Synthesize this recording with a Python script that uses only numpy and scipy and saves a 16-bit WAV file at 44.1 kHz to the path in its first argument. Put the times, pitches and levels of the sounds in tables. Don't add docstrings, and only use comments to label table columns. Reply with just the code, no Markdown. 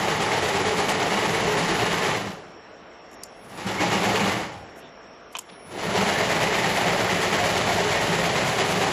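import sys
import numpy as np
from scipy import signal
from scipy.io import wavfile
from scipy.ndimage import uniform_filter1d

SR = 44100
rng = np.random.default_rng(int(sys.argv[2]) if len(sys.argv) > 2 else 0)


def transcribe(signal):
    frames = np.atleast_2d(signal).T
    limited = np.clip(frames, -1, 1)
    pcm = np.round(limited * 32767).astype(np.int16)
    wavfile.write(sys.argv[1], SR, pcm)


def elevation(decibels):
    levels = np.asarray(decibels, float)
    return 10 ** (levels / 20)


N = 393372


def evened(x):
    return x / np.sqrt(np.mean(x ** 2) + 1e-20)


def read(points, hz):
    f, value = np.transpose(points)
    return np.interp(np.log(hz + 1), np.log(f + 1), value)


def curve(rows):
    s, *columns = np.transpose(rows)
    return [np.interp(np.arange(N) / SR, s, c) for c in columns]


def add(mix, s, sound):
    part = mix[round(s * SR):][:len(sound)]
    part += sound[:len(part)]


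def colour(x, points):
    hz = np.abs(np.fft.fftfreq(8192, 1 / SR))
    (low_hz, low_db), (high_hz, high_db) = points[0], points[-1]
    closed = [(low_hz * .8, low_db - 40)] + list(points) + [(high_hz * 1.15, high_db - 40)]
    log_gain = np.log(elevation(read(closed, hz)))
    taps = np.fft.ifft(np.exp(np.conj(signal.hilbert(log_gain)))).real[:4096]
    return evened(signal.oaconvolve(x, taps)[:len(x)])


def resonate(x, hz, width):
    return signal.lfilter(*signal.iirpeak(hz, hz / width, SR), x)


def resonate_twice(x, hz, width):
    return resonate(resonate(x, hz, width), hz, width)


def bandpass(x, order, low_hz, high_hz):
    return signal.sosfilt(signal.butter(order, [low_hz, high_hz], "bandpass", fs=SR, output="sos"), x)


def wander(per_s):
    steps = rng.standard_normal(round(N / SR * 40) + 2)
    return np.interp(np.arange(N) / SR * per_s, np.arange(len(steps)), steps)


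def knocks(per_s, spread_db):
    draw = rng.random(N) * SR / per_s
    size = rng.exponential(1, N)
    return np.where(draw < 1, np.sign(draw - .5) * elevation(spread_db * np.minimum(size, 5)), 0)


# f/Hz, t60/s
ECHO_T60 = [(100, 0.74), (1000, 0.75), (4000, 0.62), (12000, 0.65)]


def room(x):
    out = np.zeros(N)
    slots = np.arange(400, SR - 20, 20)
    for k in range(3):
        taps = np.zeros(SR)
        taps[slots + rng.integers(0, 20, len(slots))] = rng.choice([-1., 1.], len(slots))
        hz, t, z = signal.stft(taps, SR, nperseg=256)
        dying = elevation(-60 * t / read(ECHO_T60, hz)[:, None])
        tail = signal.istft(z * dying, SR, nperseg=256)[1]
        tail = tail[:SR * 2 // 3] / np.linalg.norm(tail)
        turn = np.sqrt(2 / 3) * np.cos(2 * np.pi * (.6 * np.arange(N) / SR + k / 3))
        out += signal.oaconvolve(x * turn, tail)[:N]
    return out


# f/Hz, level/dB
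HALL_SPECTRUM = [(25, -14), (45, -10.5), (80, -17.5), (105, -11), (140, -15.5), (190, -8.5), (400, -6.5),
                 (680, -6), (800, -9), (1560, -13), (3000, -20.5), (4600, -32), (6500, -33), (7900, -34.5),
                 (9000, -50), (13000, -50)]
# t/s, level/dB
HALL_DRIFT = [(0, 2), (2.6, .5), (3.4, 0), (4.8, 1), (5.3, -1), (5.45, -2.5), (5.6, .5), (9, 1)]
# f/Hz, width/Hz, level/dB
HUMS = [(186.7, 11, -75), (445, 24, -61), (513, 14, -67), (676.3, 90, -57.5), (930, 10, -73),
        (1170, 55, -63.5), (5510, 260, -62.5)]


def hall():
    frames = N // 256 + 5
    a, b, patches = rng.standard_normal((frames, 513, 3)).T
    patches = evened(uniform_filter1d(uniform_filter1d(patches, 8, 0), 12, 1))
    spectrum_db = read(HALL_SPECTRUM, np.fft.rfftfreq(1024, 1 / SR))[:, None]
    z = (a + 1j * b) * elevation(spectrum_db + 1.4 * patches)
    wash = elevation(-46) * evened(signal.istft(z, nperseg=1024, noverlap=768)[1][:N])
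    noise = rng.standard_normal(N)
    hums = sum(elevation(db + 2.6 * wander(7)) * evened(resonate_twice(noise, hz, width))
               for hz, width, db in HUMS)
    return elevation(curve(HALL_DRIFT)[0] + 0.33 * wander(16)) * wash + hums


# t/s, level/dB, brightness/0-1, rattle/ms, spring pitch/share
SWITCH_CLICKS = [(3.114, -51, 1, 3, 1), (3.131, -43, 0.6, 2, 1), (3.141, -49, 1, 3, 1),
                 (3.2335, -38, 1, 2, .8), (3.2352, -28, 0.97, 1.7, 1), (3.2405, -41, 1, 2, .8),
                 (5.352, -22.5, 0.2, 1.3, .85), (5.355, -29.5, 0.05, 5, 1), (5.364, -38, .2, 3, 1),
                 (5.368, -27, 0.5, 2, .87), (5.374, -43, .1, 5, 1), (5.3868, -25, 0.65, 3, 1.05),
                 (5.39, -27, 0.75, 3, .97)]
# f/Hz, width/Hz, level/dB
PLATE = [(780, 200, 5), (1000, 250, 12), (1070, 70, 5), (2560, 300, 7), (2940, 620, 8), (3070, 160, 5),
         (3900, 300, -8), (5600, 600, -5), (6870, 200, -10)]
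# f/Hz, width/Hz, level/dB
SPRING = [(2980, 300, -14), (5600, 830, -9), (6120, 360, -5), (7050, 450, 1.5), (7570, 200, -11),
          (9100, 250, -6), (10330, 300, -8), (11500, 450, -8), (12300, 500, -12), (13400, 600, -16)]
# t/s, length/s, level/dB, low edge f/Hz,
# high edge f/Hz
SCUFFS = [(3.04, .2, -51, 600, 740), (3.102, 0.078, -62, 6000, 13000), (3.23, .02, -50, 4300, 5100),
          (3.238, .04, -57, 5000, 13000), (3.238, .045, -56, 6950, 7250), (4.48, .4, -47, 30, 150),
          (4.45, .25, -46, 790, 860), (4.745, 0.08, -55, 6000, 13000), (4.778, 0.14, -54, 2800, 3720),
          (5.319, 0.027, -51, 4500, 13000), (5.333, .05, -44, 600, 3200), (5.366, .026, -49, 2400, 3500),
          (5.385, 0.05, -52, 2000, 12000), (5.483, 0.03, -45, 700, 4200), (5.49, 0.1, -54, 1200, 4000),
          (5.44, .24, -66, 9000, 9600), (5.5, .05, -47, 160, 260), (5.64, .04, -47, 160, 260),
          (5.7, .12, -36, 280, 480)]


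def rung(rattle, part, pitch):
    sound = sum(elevation(db) * resonate_twice(rattle, pitch * hz, 1.4 * width) for hz, width, db in part)
    return sound / abs(sound).max()


def foot_switch():
    out = np.zeros(N)
    t = np.arange(1500) / SR
    for s, db, bright, ms, pitch in SWITCH_CLICKS:
        rattle = rng.standard_normal(len(t)) * np.exp(-t * 1000 / ms)
        rattle[0] = 5.6
        bright = np.clip(bright, 0, 1)
        sound = (1 - bright) * rung(rattle, PLATE, 1) + bright * rung(rattle, SPRING, pitch)
        add(out, s, elevation(db + 7) * sound)
    for s, length, db, low_hz, high_hz in SCUFFS:
        hiss = bandpass(rng.standard_normal(SR // 4)[:round(length * SR)], 3, low_hz, high_hz)
        add(out, s, elevation(db) * evened(hiss) * np.hanning(len(hiss)))
    return out + elevation(-22) * room(out)


# starts to turn t/s, spin-up length/s, switched off t/s, frame knocks level/dB
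RUNS = [
    (-1, .4, 2.09, -26),
    (3.37, .52, 4.27, -25.5),
    (5.62, .4, 9.5, -25.5),
]
# t/s, whine level/dB
DRIVE = [
    (-1, -55),
    (3.29, -58),
    (5.44, -54),
]
SPIN_UP_BEND = [1.4, 1.3, 1.9]


def motor():
    standing_db, brake_db_per_s, grip_s = -30, 84, .07
    t = np.arange(N) / SR
    run = np.searchsorted([row[0] for row in DRIVE], t, "right") - 1
    on, spin_up, off, full_db = np.array(RUNS)[run].T
    waiting = 1 - (t - on) / spin_up
    rising_db = standing_db * np.clip(waiting, 0, 1) ** np.array(SPIN_UP_BEND)[run]
    rising_db -= 300 * np.maximum(waiting - 1, 0)
    late = np.maximum(t - off, 0)
    braking_db = -brake_db_per_s * (late - grip_s * (1 - np.exp(-late / grip_s)))
    return rising_db, braking_db, full_db, run


def drive_whine():
    t = np.arange(N) / SR
    rising_db, braking_db, _, run = motor()
    on, full_db = np.array(DRIVE)[run].T
    beating_db = 2.5 * np.sin(2 * np.pi * 11 * t) * np.sin(2 * np.pi * 4.3 * t)
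    swelling_db = -18 * np.exp(-(t - on) / .12)
    fading_db = 130 * np.maximum(t - np.array(RUNS)[run, 2], 0)
    level_db = full_db + beating_db + swelling_db - fading_db
    smear = np.clip(.12 + elevation(.6 * (rising_db + braking_db)), 0, 1)
    jitter = evened(uniform_filter1d(rng.standard_normal(N), 120))
    hz = 10002 + smear * (-60 + 130 * jitter)
    tone = np.sqrt(2) * np.sin(2 * np.pi * np.cumsum(hz) / SR)
    return elevation(level_db) * np.minimum((t - on) / .02, 1) * tone


CROSSING_S = [1, 4.031, 7.324]


def cycle(lack_db, run):
    crossings_per_s, lag_db = 8.75, 4
    speed = np.minimum(elevation(.5 * (lack_db + lag_db)), 1)
    turns = np.cumsum(speed) * crossings_per_s / SR
    return turns - turns[(np.array(CROSSING_S) * SR).astype(int)][run], speed


# place/share of cycle, level/dB
SWARM = [(0, 2.5), (.25, 4.03), (.42, 0.3), (.55, 2.9), (.8, 0), (.93, 0.5), (1, 2)]


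def crossing_swarm(lack_db, run):
    turns, speed = cycle(lack_db, run)
    half_cycle = np.floor(2 * turns).astype(int) + 200
    strength_db = .6 * rng.standard_normal(400)[half_cycle]
    shape_db = .85 * np.interp(turns % 1, *np.transpose(SWARM))
    swarm = elevation(speed * (shape_db + uniform_filter1d(strength_db, 300)))
    speed = np.maximum(speed, .45)
    return swarm / np.sqrt(speed), speed


# f/Hz, t60/s, then level/dB in runs 1, 2, 3
RINGS = [(200.6, 0.12, 0, 2, -4), (399, 0.066, 2.5, -6, -1.5), (428, 0.078, 0.5, 1.5, 0),
         (700, 0.088, -1, 0, 2), (780, 0.054, -1, 1, -2), (860, 0.074, 2.5, -7.5, -6.5),
         (1088, 0.083, -5, -1.5, -3), (1837, .08, -2.5, -4, -4), (1970, 0.088, 0, -11, -4),
         (2198, 0.1, -3, 1, -4)]


def ringing_parts(swarm, speed, run):
    t = np.arange(6000) / SR
    out = np.zeros(N)
    for hz, t60, *db in RINGS:
        blows = swarm * elevation(np.array(db)[run]) * knocks(55 * speed, 2.4)
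        ring = elevation(-60 * t / t60) * np.sin(2 * np.pi * hz * t)
        out += signal.oaconvolve(blows, ring)[:N]
    return evened(out)


# t/s, level/dB, f/Hz
STRUCK = [(0.006, -27.6, 775.0), (0.073, -27.7, 452.0), (0.192, -24.6, 409.0), (0.221, -28.0, 872.0),
          (0.337, -28.1, 915.0), (0.424, -28.1, 420.0), (0.491, -27.6, 851.0), (0.537, -27.1, 398.0),
          (0.558, -27.5, 851.0), (0.654, -24.1, 431.0), (0.787, -25.6, 786.0), (0.886, -27.2, 732.0),
          (1.109, -25.8, 743.0), (1.159, -27.7, 205.0), (1.33, -30.6, 2196.0), (1.335, -27, 444),
          (1.469, -23.6, 420.0), (1.687, -25.9, 334.0), (1.788, -27.0, 711.0), (1.82, -24.1, 420.0),
          (2.058, -27.1, 409.0), (2.079, -30.9, 1163.0), (3.652, -30.2, 194.0), (3.777, -29.6, 2196.0),
          (3.797, -26.7, 301.0), (3.811, -26.5, 818.0), (3.913, -27.0, 377.0), (3.916, -33.6, 2885.0),
          (4.044, -26.9, 721.0), (4.139, -25.1, 431.0), (4.221, -25.6, 194.0), (4.29, -31.6, 2035.0),
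          (5.872, -25.7, 194.0), (5.942, -26.5, 398.0), (5.977, -25.7, 194.0), (6.055, -25.9, 797.0),
          (6.058, -26.9, 205.0), (6.14, -30, 1750), (6.194, -29.9, 2078.0), (6.203, -26.2, 668.0),
          (6.255, -28.4, 194.0), (6.482, -24.4, 431.0), (6.572, -29.1, 1841.0), (6.63, -25.9, 786.0),
          (6.755, -27.1, 818.0), (6.836, -26.7, 700.0), (6.856, -28.5, 183.0), (6.914, -26.8, 571.0),
          (6.987, -26.6, 635.0), (7.384, -24.4, 711.0), (7.544, -25.9, 398.0), (7.683, -24.4, 689.0),
          (7.739, -26.1, 689.0), (7.776, -24.1, 431.0), (7.823, -25.5, 420.0), (7.904, -30.3, 2164.0),
          (7.953, -30.2, 1852.0), (8.011, -27.7, 872.0), (8.087, -27.2, 172.0), (8.818, -25.8, 775.0)]


def struck():
    out = np.zeros(N)
    t = np.arange(6000) / SR
    shape = np.minimum(t / .014, 1) * elevation(-60 * t / .24)
    for s, db, hz in STRUCK:
        tones = np.sin(2 * np.pi * hz * t) + .3 * np.sin(2 * np.pi * 1.045 * hz * t)
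        add(out, s, elevation(db + 5.5) * shape * tones)
    return out


# t/s, peak level/dB, f/Hz
TICKS = [(0.0348, -18, 2080), (0.0797, -18, 2200), (0.3142, -17, 2080), (0.3571, -19, 1980),
         (0.4234, -18, 1940), (0.4788, -19, 1680), (0.5402, -18, 1900), (0.6524, -18, 1330),
         (0.7831, -18, 1850), (0.8859, -18, 2260), (1.0196, -17, 1910), (1.1303, -17, 1730),
         (1.2251, -17, 2140), (1.3448, -16, 1850), (1.5713, -18, 2200), (1.7534, -17, 1330),
         (1.7948, -16, 2640), (1.8402, -16, 1890), (1.9155, -19, 2120), (2.0203, -17, 1740),
         (2.1106, -17, 2410), (2.149, -19, 2640), (3.909, -18, 2180), (4.0472, -17, 2090),
         (4.0921, -15, 2200), (4.1565, -16, 2790), (5.3517, -23, 2850), (5.9514, -18, 1670),
         (6.0053, -18, 1460), (6.129, -19, 1680), (6.1564, -14, 2150), (6.1828, -16, 1630),
         (6.3016, -16, 1830), (6.4073, -17, 1340), (6.4712, -16, 2240), (6.5091, -16, 1900),
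         (6.5465, -16, 1840), (6.7555, -17, 2130), (6.8648, -15, 1910), (7.0449, -16, 2060),
         (7.0883, -17, 1830), (7.2085, -19, 2090), (7.2968, -19, 2010), (7.3248, -15, 2200),
         (7.3831, -17, 2060), (7.4415, -19, 2190), (7.4874, -18, 1830), (7.5642, -17, 1760),
         (7.672, -18, 2270), (7.8875, -18, 1860), (7.9144, -16, 2150), (7.9683, -16, 1870),
         (8.1264, -16, 1950), (8.2462, -15, 2140), (8.3564, -18, 2460), (8.5869, -17, 2160),
         (8.6986, -17, 1710), (8.8139, -16, 2430)]
# t/s, peak level/dB, f/Hz
THUDS = [(0.035, -14, 921), (0.081, -14, 447), (0.107, -17, 813), (0.145, -14, 864), (0.2, -15, 406),
         (0.309, -17, 431), (0.652, -16, 431), (0.789, -14, 783), (0.881, -16, 716), (1.114, -16, 743),
         (1.225, -15, 571), (1.335, -14, 444), (1.451, -17, 764), (1.479, -13, 428), (1.566, -16, 366),
         (1.679, -16, 452), (1.717, -15, 439), (1.799, -14, 703), (1.906, -15, 423), (1.971, -17, 425),
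         (2.04, -15, 721), (2.071, -15, 441), (2.116, -18, 444), (3.653, -20, 587), (3.802, -15, 746),
         (3.922, -15, 353), (4.03, -13, 738), (4.146, -14, 420), (4.263, -15, 579), (5.351, -24, 1060),
         (5.868, -18, 409), (5.95, -14, 447), (6.059, -13, 799), (6.201, -15, 600), (6.299, -12, 837),
         (6.642, -12, 770), (6.832, -16, 700), (6.888, -15, 694), (6.927, -15, 560), (7.098, -17, 649),
         (7.21, -13, 452), (7.327, -15, 450), (7.39, -14, 708), (7.555, -14, 412), (7.667, -14, 406),
         (7.755, -13, 764), (7.784, -13, 425), (7.904, -16, 366), (8.009, -16, 872), (8.128, -15, 665),
         (8.187, -16, 563), (8.241, -14, 439), (8.358, -17, 530), (8.4, -16, 711), (8.832, -12, 781)]
# f/share of pitch, level/dB
TICK_PARTS = [(.78, -7), (.91, -5), (1, 0), (1.12, -5), (1.31, -7), (1.56, -9)]


def ticks():
    out = np.zeros(N)
    t = np.arange(3000) / SR
    shape = np.minimum(t / .003, 1) * elevation(-60 * t / .045)
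    for rows, layer_db in ((TICKS, -6), (THUDS, -9)):
        for s, db, hz in rows:
            cluster = sum(elevation(g) * np.sin(2 * np.pi * share * hz * t) for share, g in TICK_PARTS)
            add(out, s, elevation(db + layer_db) * shape * cluster)
    return out


# t/s, level/dB
HARD = [(0.0807, -26), (0.215, -19), (0.4224, -21), (0.4783, -21), (0.5402, -31), (0.6534, -25),
        (0.775, -20), (0.8874, -15), (1.3, -24), (1.3409, -24), (1.5723, -23), (1.681, -22), (1.7943, -31),
        (2.0223, -29), (2.151, -33), (3.44, -42), (3.49, -39), (3.57, -32), (3.6646, -25), (3.9235, -24),
        (4.151, -25), (4.4, -27), (6.1819, -33), (6.2996, -25), (6.4129, -28), (6.755, -22), (7.2116, -20),
        (7.3238, -29), (7.4391, -22), (7.5677, -19), (7.7, -23), (8.1265, -23), (8.4711, -21), (8.586, -23),
        (8.6977, -18.5), (8.8149, -27)]


def hard_knocks():
    t = np.arange(6000) / SR
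    blows = np.zeros(N)
    for s, db in HARD:
        add(blows, s, elevation(db - 7 - 60 * t / 0.16) * np.minimum(t / .006, 1) * rng.standard_normal(len(t)))
    return bandpass(blows, 2, 1900, 9000)


# t/s, level/dB, weight/0-1
LURCHES = [(2.24, -35, .8), (3.51, -41, .6), (3.57, -40, 0), (3.595, -40, 0), (3.648, -31, .7),
           (3.665, -35, 0), (3.795, -29, .4), (4.2, -28, 1), (4.41, -36, .5), (5.705, -40, .2),
           (5.77, -38, .2), (5.785, -31, .3), (5.86, -34, 1), (5.945, -32, .3)]


def lurches(light, heavy):
    t = np.arange(6000) / SR
    light_level, heavy_level = np.zeros((2, N))
    for s, db, weight in LURCHES:
        burst = elevation(db - 60 * t / .2) * np.minimum(t / .025, 1)
        weight = np.clip(weight, 0, 1)
        add(light_level, s, (1 - weight) * burst)
        add(heavy_level, s, weight * burst)
    return elevation(2.5) * (light_level * light + heavy_level * heavy)


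# f/Hz, then level/dB in runs 1, 2, 3
FRAME = [(228, -12.5, -15, -13.5), (300, -5, -3, -5.5), (320, -6.5, -1, -7.5), (370, -3, -2, -2),
         (440, 1, -4, -1), (475, -4, -3, -5.5), (606, -4.5, -3, -.5), (700, -4, -4.5, -2.5),
         (830, -1.5, -1, -2.5), (1010, -7.5, -6, -6.5), (1073, -5, -7.5, -7.5), (1180, -8.5, -4.5, -9),
         (1256, -8, -8, -8), (1513, -14.5, -13, -14)]
# f/Hz, level/dB
CLACK = [(760, -29.5), (1300, -10.5), (1600, -3.5), (1900, -1.5), (2690, -5.7), (2950, -4), (3200, -7.3),
         (4870, -11.5), (5310, -13.5), (7230, -14), (7760, -16), (8600, -42), (11200, -50), (18900, -120)]
# f/Hz, level/dB
RUMBLE = [(30, -15), (50, -15), (60, -11.5), (70, -19.5), (85, -8.5), (115, -1), (135, -7.5), (160, -1),
          (200, -1.5), (235, -10.5), (270, -10)]
# f/Hz, level/dB
FIZZ = [(4940, -47), (8400, -11.5), (8640, -7), (9600, 1), (10100, -1.5), (11100, -7), (11800, -5),
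        (11960, -1.5), (12150, -5.5), (13600, -8), (14100, -10)]
# level over the frame/dB, then shares followed of spin-up, braking and nearness
CLACK_LAW = (-3.3, 1.2, 1.17, 1.5)
RUMBLE_LAW = (-8, .9, .9, 2.2)
FIZZ_LAW = (-19.8, .7, .92, 1.3)
# t/s, level/dB
NEARNESS = [(0, 0), (1, 0), (1.6, .6), (4, .2), (6, .5), (7, .3), (7.6, 1), (8.3, .8), (8.92, .6)]
# t/s, level over the clack/dB
BOBBINS = [(0, -22), (2, -22), (3.6, -19), (4.4, -19), (5.95, -24), (6.15, -13), (7.2, -15), (7.6, -30),
           (8.92, -34)]


def machine():
    rising_db, braking_db, full_db, run = motor()
    lack_db = rising_db + braking_db
    near_db = curve(NEARNESS)[0]

    def layer_db(law):
        db, up, down, near = law
        return full_db + db + up * rising_db + down * braking_db + near * near_db

    clack_db = layer_db(CLACK_LAW)
    swarm, speed = crossing_swarm(lack_db, run)
    shared = 0.61 * evened(knocks(3000 * speed, 2.6))
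    heavy = swarm * (shared + 1.14 * evened(knocks(2600 * speed, 2.13)))
    sharp = swarm ** 1.15 * (shared + 1.16 * evened(knocks(5000 * speed, 1.67)))
    frame = np.choose(run, [colour(heavy, [(row[0], row[k]) for row in FRAME]) for k in (1, 2, 3)])
    clack = colour(sharp, CLACK)
    rumble = colour((swarm ** 2 * speed) ** 0.34 * rng.standard_normal(N), RUMBLE)
    bobbins = evened(resonate_twice(sharp, 2080, 750))

    body = elevation(-.4) * frame + elevation(-10) * ringing_parts(swarm, speed, run)
    dry = elevation(full_db + lack_db) * body + elevation(clack_db) * clack
    dry += elevation(layer_db(RUMBLE_LAW)) * rumble
    dry += elevation(layer_db(FIZZ_LAW) + .9 * wander(20)) * colour(sharp, FIZZ)
    dry += elevation(clack_db + curve(BOBBINS)[0]) * bobbins
    dry += struck() + elevation(lack_db) * ticks() + hard_knocks()
    dry += lurches(frame + clack, rumble)
    return elevation(-1.0) * dry + elevation(-10.5) * room(dry)


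def scene():
    return (hall() + foot_switch() + drive_whine() + machine())[None]


# f/Hz, level/dB per Hz
MASK = [(2500, -110), (4000, -91), (5200, -92), (6500, -82.5), (7800, -85), (8150, -77), (9050, -76),
        (9400, -82), (11000, -79), (12000, -80), (13500, -82), (13650, -74), (14300, -76)]
# t/s, level/dB
TOP_LOSS = [(0, 3), (2.2, 3), (3.3, -4), (4.4, -1), (5.4, -4), (5.9, -2), (7.55, -2), (7.7, 6), (8.92, 5)]


def drop_masked(x):
    window = signal.windows.kaiser_bessel_derived(2048, 4 * np.pi)
    hz, t, z = signal.stft(np.roll(x, -354), SR, window, 2048, 1024, scaling="psd")
    power = 2 * abs(z) ** 2 + 1e-24
    band = np.arange(len(hz)) // 16
    band_db = 10 * np.log10(np.add.reduceat(power, np.arange(0, len(hz), 16)) / 16)[band]
    loud_db = 10 * np.log10(power.sum(0) * hz[1])

    waver_db = 3.5 * evened(uniform_filter1d(rng.standard_normal((len(t), 65)), size=2, axis=0)).T[band]
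    chance = evened(uniform_filter1d(rng.standard_normal(len(t)), size=2))
    loss_db = np.interp(t, *np.transpose(TOP_LOSS))
    top_db = (hz > 12150)[:, None] * (loss_db + 1.1 * np.maximum(loss_db, 0) * chance)
    waver_db += 1.3 * chance + top_db
    mask_db = read(MASK, hz)[:, None] + 0.66 * (loud_db + 18) + waver_db
    line_db = .25 * band_db + 0.75 * 10 * np.log10(power)
    kept = 1 / (1 + np.exp(np.clip(4 * (mask_db - line_db), -30, 30)))

    a, b = rng.standard_normal((len(t), len(hz), 2)).T
    patches = (rng.random((len(t), 129)).T < .42)[np.arange(len(hz)) // 8] * (hz < 13600)[:, None]
    whining = sum((t > on) & (t < on + .4) for on, _ in DRIVE) * (hz > 10200)[:, None]
    haze = elevation(-126) * (a + 1j * b) * patches * (1 - whining) * (loud_db < -36)
    return np.roll(signal.istft(z * kept + haze, SR, window, 2048, 1024, scaling="psd")[1][:N], 354)


def roll_off(x):
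    return signal.sosfilt(signal.butter(12, 14330, fs=SR, output="sos"), x)


def record(dry):
    x = signal.sosfilt(signal.butter(2, 45, "highpass", fs=SR, output="sos"), dry[0])
    x = drop_masked(x)
    x = signal.oaconvolve(x, signal.firwin(511, 14200, window=("kaiser", 9), fs=SR), "same")
    return roll_off(x[None])


dry = scene()
out = record(dry)
transcribe(out)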